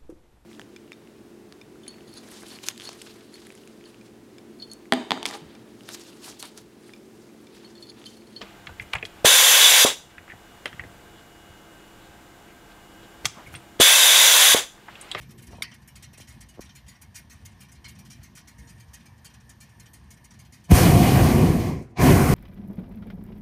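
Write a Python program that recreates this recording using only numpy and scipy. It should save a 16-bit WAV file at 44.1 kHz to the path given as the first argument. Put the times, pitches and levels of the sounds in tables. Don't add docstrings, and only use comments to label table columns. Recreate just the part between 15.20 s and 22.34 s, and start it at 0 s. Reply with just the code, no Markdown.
import sys
import numpy as np
from scipy import signal
from scipy.fft import rfft, irfft, next_fast_len
from scipy.io import wavfile
from scipy.ndimage import uniform_filter1d

SR = 44100
rng = np.random.default_rng(int(sys.argv[2]) if len(sys.argv) > 2 else 0)


def dump(signal):
    limited = np.clip(np.atleast_2d(signal).T, -1, 1)
    pcm = np.round(limited * 32767).astype(np.int16)
    wavfile.write(sys.argv[1], SR, pcm)


def boost_factor(decibels):
    exponent = np.asarray(decibels, float) / 20
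    return 10 ** exponent


N = 314854


def rms_one(x):
    return x / np.sqrt(np.mean(x ** 2) + 1e-20)


def in_time(rows):
    s, *columns = np.transpose(rows)
    return [np.interp(np.arange(N) / SR, s, column) for column in columns]


def bump(s, width):
    return np.exp(-((np.arange(N) / SR - s) / width) ** 2)


def delayed(x, lag_s):
    return np.interp(np.arange(N) - lag_s * SR, np.arange(N), x)


def filtered(x, order, hz, kind="low"):
    return signal.sosfilt(signal.butter(order, hz, kind, fs=SR, output="sos"), x)


def stretch(coarse):
    return np.interp(np.arange(N) / 40, np.arange(len(coarse)), coarse)


def drift(rate):
    r = np.exp(-80 * np.pi * rate / SR)
    white = rng.standard_normal(N // 40 + 2002)
    return rms_one(signal.lfilter([1], [1, -2 * r, r * r], white)[2000:])


def turbulence(spectrum, patchy_db, rate):
    size = next_fast_len(N)
    hz = np.arange(size // 2 + 1) * SR / size + 1e-3
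    points = np.array(spectrum)
    colour = boost_factor(np.interp(np.log(hz), np.log(points[:, 0]), points[:, 1], left=-120, right=-120))
    coloured = colour * rfft(rng.standard_normal(size))
    place = np.log2(hz / points[1, 0]) * 3 / 2
    count = int(np.log2(points[-2, 0] / points[1, 0]) * 3 / 2) + 1
    out, together = 0, drift(rate)
    for k in range(count + 1):
        share = np.clip(1 - abs(np.clip(place, 0, count) - k), 0, 1)
        swelling = stretch(boost_factor(patchy_db * (0.49 * together + drift(2 * rate))))
        out = out + swelling * irfft(share * coloured, size)[:N]
    return rms_one(out)


def resonance(x, hz, width):
    r = np.exp(-np.pi * width / SR)
    top = np.array([1, 0, -1]) * (1 - r * r) / 2
    return signal.lfilter(top, [1, -2 * r * np.cos(2 * np.pi * hz / SR), r * r], x)


def ring(clicks, hz, t60):
    r, w = boost_factor(-60 / (t60 * SR)), 2 * np.pi * hz / SR
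    return signal.lfilter([0, np.sin(w)], [1, -2 * r * np.cos(w), r * r], clicks + 1e-18)


# (time [s], level [dB])
PILOT_SIZE = [(0.0, -51), (0.32, -49.5), (0.71, -56), (1.04, -53.5), (1.75, -58), (2.64, -53), (3.02, -52),
              (3.28, -55), (4.41, -56.5), (4.6, -55.5), (5.16, -56), (5.42, -54.5)]
# (frequency [Hz], density [dB per Hz])
FLUTTER_COLOUR = [(15, -60), (25, -23), (40, -37), (54, 2), (97, -3), (140, -7), (180, -52), (310, -120)]
RUMBLE_COLOUR = [(71, -30), (120, 0.5), (156, -3.5), (216, -3.5), (275, -11), (302, -17), (343, -14),
                 (410, -27.5), (550, -57), (720, -21.5), (1210, -120)]
PILOT_JET_COLOUR = [(240, -48), (400, -5), (1060, 2), (1380, -9), (1820, 1), (2020, -6.5), (2970, -8.5),
                    (3790, -11.5), (5730, -12.5), (6580, -15), (7660, -23.5), (9210, -22.5), (12500, -23),
                    (14800, -21), (15500, -38)]
# (frequency [Hz], width [Hz], level [dB])
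WHISTLES = [(465.4, 9, -85), (932, 16, -80.5), (1770, 130, -74.5), (5700, 250, -91), (8970, 500, -81.5),
            (12400, 280, -81.5)]


def pilot():
    size_db, = in_time(PILOT_SIZE)
    flutter_db = -56.5 + 0.3 * (size_db + 61)
    flutter_db += 3.5 * bump(3.8, 1.4)
    flutter = boost_factor(flutter_db) * turbulence(FLUTTER_COLOUR, patchy_db=3.5, rate=5.0)
    rumble = boost_factor(size_db - 0.5) * turbulence(RUMBLE_COLOUR, patchy_db=1.5, rate=5.7)
    jet = boost_factor(-63.5) * turbulence(PILOT_JET_COLOUR, patchy_db=1.6, rate=5.3)
    white, waver = rng.standard_normal(N), [drift(2.35), drift(3.6)]
    for hz, width, db in WHISTLES:
        tone = rms_one(resonance(resonance(white, hz, width), hz, 2 * width))
        jet += stretch(boost_factor(db + 5.4 * waver[hz > 10000])) * tone
    turned_down = boost_factor(np.interp(np.arange(N) / SR, [5.52, 5.57], [0, -14]))
    return flutter + rumble * turned_down ** .4 + jet * turned_down


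# (time [s], peak level [dB], frequency [Hz])
BASKET_KNOCKS = [(.149, -45, 300), (.933, -44, 330), (.307, -44, 450), (.328, -43, 480), (0.3312, -35, 637),
                 (.346, -41, 536), (.384, -32.5, 480), (.408, -35.5, 480), (0.517, -42, 1280),
                 (0.981, -41, 400), (0.999, -37.5, 590), (1.374, -38, 380), (1.382, -32.5, 320),
                 (1.3923, -21.5, 370)]
# (time [s], level [dB])
SLEEVE_SCUFF = [
    (0.28, -64),
    (0.318, -59),
    (0.334, -45),
    (0.358, -54),
    (0.375, -58),
    (0.39, -53),
    (0.424, -58),
    (0.48, -63),
]
# (frequency [Hz], width [Hz], level [dB])
WICKER_MODES = [(345, 66, -5), (672, 84, -4), (910, 84, -8), (1030, 42, -18), (480, 92, -18.5)]


def basket():
    crackle_db, crackle_t60_s = -22.5, .05
    knocks, crackle, t = np.zeros(N), np.zeros(N), np.arange(SR // 20) / SR
    for s, db, hz in BASKET_KNOCKS:
        here = slice(round(s * SR), round(s * SR) + len(t))
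        crackle[here] += boost_factor(db + crackle_db - 60 * t / crackle_t60_s)
        turns = hz * (0.27 * t + 1.34 * 0.0041 * (1 - np.exp(-t / 0.0023)))
        envelope = t / 0.0035 * np.exp(1 - t / 0.0012) ** 0.56
        knocks[here] -= boost_factor(db) * envelope * np.sin(2 * np.pi * turns)
        low_push = np.exp(-t / 0.0081) * np.sin(2 * np.pi * 0.15 * hz * t)
        knocks[here] += boost_factor(db - 12) * low_push
    knocks = filtered(knocks, 2, 1600)
    grains = (rng.random(N) < 1600 / SR) * boost_factor(3.2 * rng.exponential(1, N)) * rng.choice([-1, 1], N)
    scuff = rms_one(sum(boost_factor(db) * resonance(resonance(grains, hz, 2 * width), hz, 3 * width)
                        for hz, width, db in WICKER_MODES))
    before, after = (SLEEVE_SCUFF[0][0] - .01, -110), (SLEEVE_SCUFF[-1][0] + .02, -110)
    scuff_db, = in_time(np.vstack([[before], SLEEVE_SCUFF, [after]]))
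    creak = rms_one(resonance(resonance(rng.standard_normal(N), 367, 150), 367, 150))
    return knocks + boost_factor(-61.5) * bump(0.155, .12) * creak + (crackle + boost_factor(scuff_db)) * scuff


# (time [s], peak level [dB])
LEVER_CLANK = [
    (0.422, -9.5),
]
# (frequency [Hz], level [dB], T60 [s])
LEVER_MODES = [(1280, -27, .07), (2170, -15, .022), (2230, 14.5, 0.015), (1910, -14, 0.15),
               (2000, -23, 0.15), (2170, -14, 0.12), (2500, -13, .1), (3460, 17, 0.0082), (3700, 3, 0.023),
               (4630, 3.5, 0.097), (5000, -17, 0.08), (5440, -1.5, 0.077), (7100, -9, 0.054),
               (8800, 4, 0.032), (9860, -28, .06)]
# (frequency [Hz], width [Hz], level [dB])
BUZZ_MODES = [(1920, 70, 7), (2030, 90, 1), (2280, 110, -4), (2590, 200, -8), (4460, 320, -7),
              (5350, 280, -17)]


def lever():
    (s, db), = LEVER_CLANK
    clicks, out = np.zeros(SR // 3), np.zeros(N)
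    clicks[[0, 23, 51, 90]] = boost_factor(db - 20.5) * np.array([-0.18, -0.26, 0.49, 0.11])
    rings = sum(boost_factor(mode_db) * ring(clicks, hz, t60) for hz, mode_db, t60 in LEVER_MODES)
    rings = filtered(rings, 4, 1220, "high")
    lag_s, rise_s, t60_s, buzz_db = 0.024, .003, 0.22, -41
    age = np.maximum(np.arange(len(clicks)) / SR - lag_s, 0)
    white = rng.standard_normal(len(clicks))
    buzz = rms_one(sum((-1) ** k * boost_factor(mode_db) * resonance(resonance(white, hz, width), hz, 3 * width)
                       for k, (hz, width, mode_db) in enumerate(BUZZ_MODES)))
    buzz *= boost_factor(buzz_db - 60 * age / t60_s) * (1 - np.exp(-age / rise_s))
    out[round(s * SR):][:len(clicks)] = rings + buzz
    return out


# (time [s], peak level [dB], T60 [s], treble
# tilt [dB])
LARGE_DROPS = [(0.4205, -35.5, 0.088, -5.5), (0.538, -48.5, 0.072, -1), (0.675, -47, 0.086, 4.5),
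               (0.755, -49, .12, -3.5), (0.823, -49, 0.14, -7), (0.974, -48, 0.12, 0),
               (1.0, -49, 0.13, -2.5), (1.071, -50, 0.28, -2), (1.206, -47, 0.11, -0.5),
               (1.406, -46.5, 0.17, -4), (1.551, -47.5, 0.13, -1), (1.68, -48.5, 0.18, -1),
               (1.814, -49, .11, 3), (1.955, -42, 0.15, 0), (2.097, -50.5, 0.24, -1.5),
               (2.25, -49.5, 0.15, -2), (2.404, -49, 0.17, -2.5), (2.642, -47.5, 0.14, -11),
               (2.68, -47, 0.14, -2.5), (2.9, -49, 0.2, -3), (3.03, -47.5, 0.12, -2),
               (3.151, -49.5, 0.16, 0), (3.17, -48.5, 0.13, -6), (3.273, -48.5, 0.14, -1.5),
               (3.733, -45, .14, -3.5), (4.045, -46, 0.15, -3), (4.596, -49, 0.12, -3),
               (4.733, -49.5, 0.13, 1.5), (4.904, -49, 0.14, 0), (5.189, -50, .11, 1)]
# (time [s], peak level [dB], T60 [s], treble tilt [dB])
LITTLE_DROPS = [(0.009, -53, 0.15, -4), (0.106, -52.5, .078, 3), (0.176, -54.5, 0.17, -1.5),
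                (0.219, -51.5, 0.15, 3), (0.267, -49, 0.1, 1.5), (0.306, -56, 0.45, -3),
                (0.513, -56, 0.1, -11.5), (0.93, -52.5, 0.11, -4), (1.286, -49.5, 0.11, 2.5),
                (1.491, -59, 0.086, -13.5), (1.944, -52, 0.15, -7), (2.484, -60, 0.09, -7),
                (2.516, -56.5, 0.14, 1), (2.787, -51.5, 0.11, -2), (2.85, -56.5, 0.14, -5),
                (3.381, -54.5, 0.2, -2), (3.472, -58, 0.16, -7), (3.49, -50.5, 0.11, 1),
                (3.597, -53, 0.13, 0), (3.856, -51.5, 0.1, 3), (4.138, -56, 0.085, -7),
                (4.292, -50.5, 0.12, -3), (4.403, -52, 0.23, -4), (4.489, -60, 0.14, 2),
                (5.041, -50.5, 0.087, -1), (5.106, -56, 0.092, -8), (5.322, -51.5, 0.22, -4.5),
                (5.439, -54.5, 0.14, -0.5)]
# (time [s], peak level [dB])
STEEL_TICKS = [(.091, -61), (.342, -63), (.617, -64.5), (1.338, -63), (1.662, -62), (1.746, -66),
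               (2.21, -66), (2.313, -64), (2.388, -74), (2.551, -58.5), (2.75, -62), (2.961, -67),
               (3.01, -60), (3.577, -64), (3.676, -66), (3.798, -61), (3.976, -64), (4.098, -62),
               (4.201, -65), (4.656, -57.5), (4.836, -68), (4.968, -61.5), (5.135, -59.5), (5.247, -59.5)]


def spits():
    ticks = [(s, db, 0.12, -6.5) for s, db in STEEL_TICKS]
    return sorted(list(LARGE_DROPS) + list(LITTLE_DROPS) + ticks)


def spit_strength():
    power, t = np.full((3, N + SR), 1e-18), np.arange(SR // 5) / SR
    for s, level_db, t60, tilt_db in spits():
        swell = np.clip(0.074 * t60, .001, 0.02)
        rise = np.clip(t / min(swell, 0.0053), 0, 1) ** 0.22
        low_db = -6 - 0.21 * min(level_db + 43.5, 0) - 0.74 * tilt_db - 1.03 * s
        ranges = [(low_db, .006, 1.4), (-5 - tilt_db / 2, 0, 1), (-2 + tilt_db / 2, 0, .85)]
        for band, (db, lag, linger) in enumerate(ranges):
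            fall_db = 60 * np.maximum(t - swell - lag, 0) / (max(t60, .03) * linger)
            shape = rise * boost_factor(level_db + db - fall_db)
            power[band, round(s * SR):][:len(t)] += shape ** 2
    return np.sqrt(power[:, :N])


def shell(x):
    t = np.arange(SR // 10) / SR
    tail = rng.standard_normal(len(t)) * boost_factor(-60 * t / 0.031)
    tail *= boost_factor(3) / np.sqrt(np.sum(tail ** 2))
    tail[0] = 1
    return signal.fftconvolve(x, tail / np.sqrt(np.sum(tail ** 2)))[:N]


# (frequency [Hz], width [Hz], level [dB])
COIL_MODES = [(1870, 104, 2.5), (2163, 16.4, 7), (2337, 5.9, 6), (2534, 15, 3.5), (2774, 26, 1.5),
              (3113, 170, 1.5), (3910, 290, -30), (4020, 37, 2), (4250, 12.5, 4.5), (4456, 74, 0.5),
              (4800, 14, 6), (5070, 22, 3.5), (5750, 390, 2), (5670, 25, -3), (6050, 34, -16),
              (6820, 8.7, -46), (8000, 42, -36), (8000, 21, -7), (8600, 120, -4.5), (9360, 440, -11.5),
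              (10100, 64, -17), (11040, 160, -7), (11400, 53, -26), (12350, 170, -12)]
# (frequency [Hz], density [dB per Hz])
SPIT_COLOUR = [(760, -38), (1300, -12), (2160, -13.5), (3700, -13.5), (4370, -20), (6350, 12.5), (7570, -4),
               (9320, 3.5), (12700, -4.5), (14600, -2), (15500, -23)]


def coil():
    low_edge_hz, top_edge_hz = 4020, 7520
    strength, hiss = spit_strength(), turbulence(SPIT_COLOUR, patchy_db=3.5, rate=21.4)
    low = filtered(hiss, 4, low_edge_hz)
    middle = filtered(hiss, 4, [low_edge_hz, top_edge_hz], "band")
    top = filtered(hiss, 4, top_edge_hz, "high")
    fizz = sum(rms_one(band) * gain for band, gain in zip((low, middle, top), strength))
    drive = strength * rng.standard_normal(N)
    events = spits()
    latest = np.searchsorted(np.array(events)[:, 0] * SR, np.arange(N)) - 1
    spot = boost_factor(3 * rng.standard_normal((len(events), len(COIL_MODES))))
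    rings = 0
    for k, (hz, width, db) in enumerate(COIL_MODES):
        band = int(hz > low_edge_hz) + int(hz > top_edge_hz)
        damped_hz = max(width, 34)
        mode = resonance(drive[band] * spot[latest, k], hz, damped_hz)
        rings = rings + (-1) ** k * boost_factor(db + 13.5) * mode
    return boost_factor(-2) * shell(fizz) + boost_factor(-6) * rings


# (time [s], peak level [dB], low note [Hz], high note [Hz])
STRUCK_SPOTS = [(0.6779, -40.5, 2940, 5530), (0.7572, -46, 2150, 6680), (0.8261, -44, 1920, 5490),
                (0.9328, -44, 2570, 5600), (0.9757, -45, 2170, 5460), (1.076, -39, 1970, 6700),
                (1.2087, -47, 1940, 5740), (1.2885, -41, 2940, 6450), (1.415, -37, 2340, 5670),
                (1.4931, -46, 3040, 5560), (1.5569, -40, 2090, 6970), (1.6836, -35, 1970, 6900),
                (1.75, -44, 1960, 5580), (1.8168, -40, 2170, 5800), (1.954, -35, 2360, 4800),
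                (2.1057, -36.5, 1910, 6380), (2.2518, -39, 2110, 6150), (2.391, -43, 1790, 5560),
                (2.4858, -45, 1850, 5900), (2.5177, -45, 2136, 6320), (2.6484, -29, 2170, 4210),
                (2.684, -44, 2340, 4490), (2.7877, -40, 2350, 5850), (2.8535, -46, 3110, 5070),
                (2.9024, -38, 2360, 9570), (3.0361, -38, 2140, 6330), (3.1533, -44, 2140, 9350),
                (3.2755, -46, 1930, 5700), (3.3848, -44, 2140, 6300), (3.47, -42, 1816, 6800),
                (3.5998, -42, 2350, 6320), (3.735, -38.5, 1720, 6320), (3.8587, -40.5, 2320, 6300),
                (4.0518, -36.5, 3200, 4570), (4.3005, -43, 1770, 6550), (4.4093, -42, 1770, 4280),
                (4.5975, -43, 2120, 5310), (4.7367, -45, 2100, 4280), (4.9068, -45, 2180, 9600),
                (5.0445, -47, 2120, 5780), (5.1099, -51, 1720, 6500), (5.1917, -43, 2170, 6300),
                (5.328, -47, 1780, 5900), (5.4411, -46, 3000, 6070)]


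def spot_notes():
    out, t = np.zeros(N + SR), np.arange(SR // 5) / SR
    chance = rng.random((len(STRUCK_SPOTS), 4))
    for (s, db, low_hz, high_hz), (a, b, c, d) in zip(STRUCK_SPOTS, chance):
        for hz, note_db, t60, apart, turn in ((low_hz, -16.5, 0.2, a, b), (high_hz, -10.5, 0.1, c, d)):
            second_hz, third_hz = hz * (1 + 0.067 * (apart - .5)), hz * (1 + 0.092 * (turn - .5))
            cluster = np.sin(2 * np.pi * hz * t)
            cluster += 0.41 * np.sin(2 * np.pi * (second_hz * t + turn))
            cluster += 0.52 * np.sin(2 * np.pi * (third_hz * t + apart))
            envelope = boost_factor(db + note_db - 60 * t / t60) * (1 - np.exp(-t / 0.0062))
            out[round(s * SR):][:len(t)] += envelope * cluster
    return out[:N]


# (start [s], end [s], frequency [Hz], width [Hz], level [dB])
THROAT_BANDS = [
    (6.06, 6.69, 2120, 600, -52),
    (5.54, 6.16, 732, 90, -28.5),
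    (5.75, 6.55, 711, 110, -45),
    (6.785, 7.294, 1390, 250, -35.5),
    (5.515, 5.74, 1490, 500, -33),
    (5.525, 5.625, 5400, 2600, -32),
    (6.76, 6.85, 2270, 350, -36.5),
    (6.76, 6.8, 3900, 900, -50),
    (5.5, 5.6, 270, 90, -28),
    (6.6, 6.72, 1400, 900, -66),
]


def throat():
    t, white, out = np.arange(N) / SR, rng.standard_normal(N), 0
    for start, end, hz, width, db in THROAT_BANDS:
        envelope = np.sin(np.pi * np.clip((t - start) / (end - start), 0, 1)) ** 1.3
        out = out + boost_factor(db) * envelope * rms_one(resonance(resonance(white, hz, width), hz, width))
    return out


# (time [s], level [dB], frequency [Hz], growth [s], decay [s])
FIRST_PUFFS = (5.5112, -6, 158, .0045, .0035)


def kindling():
    s, db, hz, grow, die = FIRST_PUFFS
    t = np.arange(N) / SR - s
    envelope = np.where(t < 0, np.exp(np.minimum(t, 0) / grow), np.exp(-(t / die / 2) ** 4))
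    return boost_factor(db) * envelope * np.cos(2 * np.pi * hz * t)


# (time [s], level [dB], start [Hz], end [Hz], pitch fall [s], length [s])
FIREBALL = (5.5192, .5, 255, 52, .0045, .032)


def ignition():
    s, db, start_hz, end_hz, fall, length = FIREBALL
    t = np.arange(N) / SR - s
    age = np.clip(t, -.0015, length)
    turns = end_hz * age + (start_hz - end_hz) * fall * (1 - np.exp(-age / fall))
    envelope = np.clip(1 + t / .0015, 0, 1) * np.clip((length - t) / .02, 0, 1)
    return filtered(-boost_factor(db) * envelope * np.cos(2 * np.pi * turns), 2, 2500)


# (time [s], level [dB])
FIRST_FLOW = [
    (5.484, -78.5),
    (5.514, -28),
    (5.559, -25.5),
    (5.734, -33),
    (6.04, -35),
    (6.25, -41),
    (6.494, -48.5),
    (6.6, -68),
    (6.66, -86),
]
SECOND_FLOW = [
    (6.752, -89.5),
    (6.772, -54),
    (6.79, -43.5),
    (6.817, -32),
    (6.864, -30.5),
    (7.061, -35.5),
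    (7.14, -34.5),
]
# (time [s], width [s], level [dB])
FLAME_SURGES = [(5.55, 0.046, -7), (5.66, 0.055, 0.5), (5.9, 0.045, -2), (5.98, 0.014, 3),
                (6.235, 0.088, 3.5), (6.61, 0.067, 3.5), (6.81, 0.022, 0), (6.89, 0.051, 4.5),
                (7.09, 0.062, -1.5), (6.45, 0.039, -1), (5.51, 0.012, 5)]
# (time [s], width [s], level [dB])
CAN_SWELLS = [
    (5.525, .03, -1.5),
    (5.6, 0.034, 1),
    (6.9, 0.039, -1),
]
# (time [s], width [s], level [dB])
LEAKS = [
    (6.62, .045, -62),
    (6.628, .006, -62),
    (6.71, .015, -70),
]
# (frequency [Hz], density [dB per Hz])
ROAR_COLOUR = [(15, -50), (27, -14), (59, -2.5), (151, 1.5), (204, -4), (253, -2), (305, -8.5), (357, -6.5),
               (419, -13.5), (600, -21), (780, -51), (1320, -120)]
CAN_COLOUR = [(240, -43), (400, -0.5), (421, -19.5), (497, -1), (542, -10.5), (602, -8.5), (723, -0.5),
              (875, -10.5), (989, -6.5), (1140, -8.5), (1310, -18), (1610, -15.5), (2160, -13.5),
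              (2690, -20), (3200, -52), (4160, -35), (7040, -120)]
JET_COLOUR = [(1470, -35), (2500, -0.5), (2700, -10.5), (2860, 0.5), (3160, -2.5), (3680, -7.5),
              (4290, -5.5), (4850, -6.5), (6600, -9.5), (8580, -19), (14500, -120)]
NOZZLE_COLOUR = [(3760, -5.5), (6400, 0), (7000, -2), (7700, -2), (9440, 3), (10500, -1), (14100, 1),
                 (15000, -1.5)]


def blast():
    shut = (FIRST_FLOW[0][0] - .012, -160)
    flow_db, = in_time(np.vstack([[shut], FIRST_FLOW, SECOND_FLOW]))
    lit_db = np.minimum(flow_db, delayed(flow_db, 0.011))
    roar_db = -18 + 0.63 * (lit_db + 34)
    can_db = -25.5 + 0.71 * (flow_db + 34)
    jet_db = -35.5 + 0.79 * (flow_db + 34)
    held_db = sum(db * bump(s, width) for s, width, db in FLAME_SURGES)
    warm_db = sum(db * bump(s, width) for s, width, db in CAN_SWELLS)
    roar = boost_factor(roar_db + held_db + 3.5) * turbulence(ROAR_COLOUR, patchy_db=2.0, rate=13.0)
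    can = boost_factor(can_db + 0.4 * held_db + warm_db) * turbulence(CAN_COLOUR, patchy_db=1.3, rate=3.2)
    jet = boost_factor(jet_db) * turbulence(JET_COLOUR, patchy_db=2.0, rate=4.7)
    hiss = turbulence(NOZZLE_COLOUR, patchy_db=-0.06, rate=9.2)
    low, top = filtered(hiss, 3, 7440), filtered(hiss, 3, 7440, "high")
    top_db = 0.5 + np.minimum(flow_db, delayed(flow_db, 0.0094))
    top_db += 0.26 * np.minimum(flow_db + 40.5, 0)
    top_db = np.where(np.arange(N) < 5.54 * SR, 0.5 + flow_db, top_db)
    wisps = sum(boost_factor(db) * bump(s, width) for s, width, db in LEAKS)
    weak = 0.55 * np.clip((-45 - flow_db) / 4, 0, 1)
    weak *= np.clip((flow_db + 66) / 4 + 3, 0, 1)
    can -= weak * resonance(can, 1430, 350)
    return roar + can + jet + boost_factor(flow_db) * low + boost_factor(top_db) * top + wisps * (low + 0.26 * top)


def scene():
    return (pilot() + coil() + lever() + basket() + blast() + throat() + ignition() + kindling() + spot_notes())[None]


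CUTOFF_HZ = 15120
# (start [s], end [s], upper edge [Hz])
TOP_SPANS = [(5.5, 5.538, 15820), (5.782, 5.817, 15820), (5.945, 6.003, 15820), (6.04, 6.073, 15820),
             (6.107, 6.142, 15470), (6.178, 6.2, 15600), (6.2, 6.235, 15820), (6.25, 6.283, 15820),
             (6.318, 6.352, 15720), (6.388, 6.443, 15800), (6.528, 6.556, 15750), (6.775, 6.84, 15750),
             (6.897, 6.932, 15820), (6.988, 7.05, 15820), (7.063, 7.096, 15820)]


def top_band(x):
    t, out = np.arange(N) / SR, 0
    below = filtered(x, 4, [14200, 14900], "band")
    envelope = np.sqrt(uniform_filter1d(below ** 2, size=900) * SR / 1400 + 1e-18)
    white = rng.standard_normal(N) * envelope
    bands = {hz: filtered(white, 8, [CUTOFF_HZ, hz - 50], "band") for *_, hz in TOP_SPANS}
    for start, end, hz in TOP_SPANS:
        out = out + np.clip(np.minimum(t - start, end - t) / .006 + .5, 0, 1) * bands[hz]
    return boost_factor(-14) * out


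def low_pass(x):
    return signal.sosfilt(signal.butter(12, 15820, fs=SR, output="sos"), x)


def record(dry):
    overload = .76
    thin = filtered(dry, 2, 40, "high")
    flat = thin / np.sqrt(np.sqrt(1 + (thin / overload) ** 4))
    cut = signal.sosfilt(signal.cheby2(14, 24, CUTOFF_HZ, fs=SR, output="sos"), flat)
    return low_pass(cut + top_band(cut[0]))


dry = scene()
out = record(dry)
dump(out)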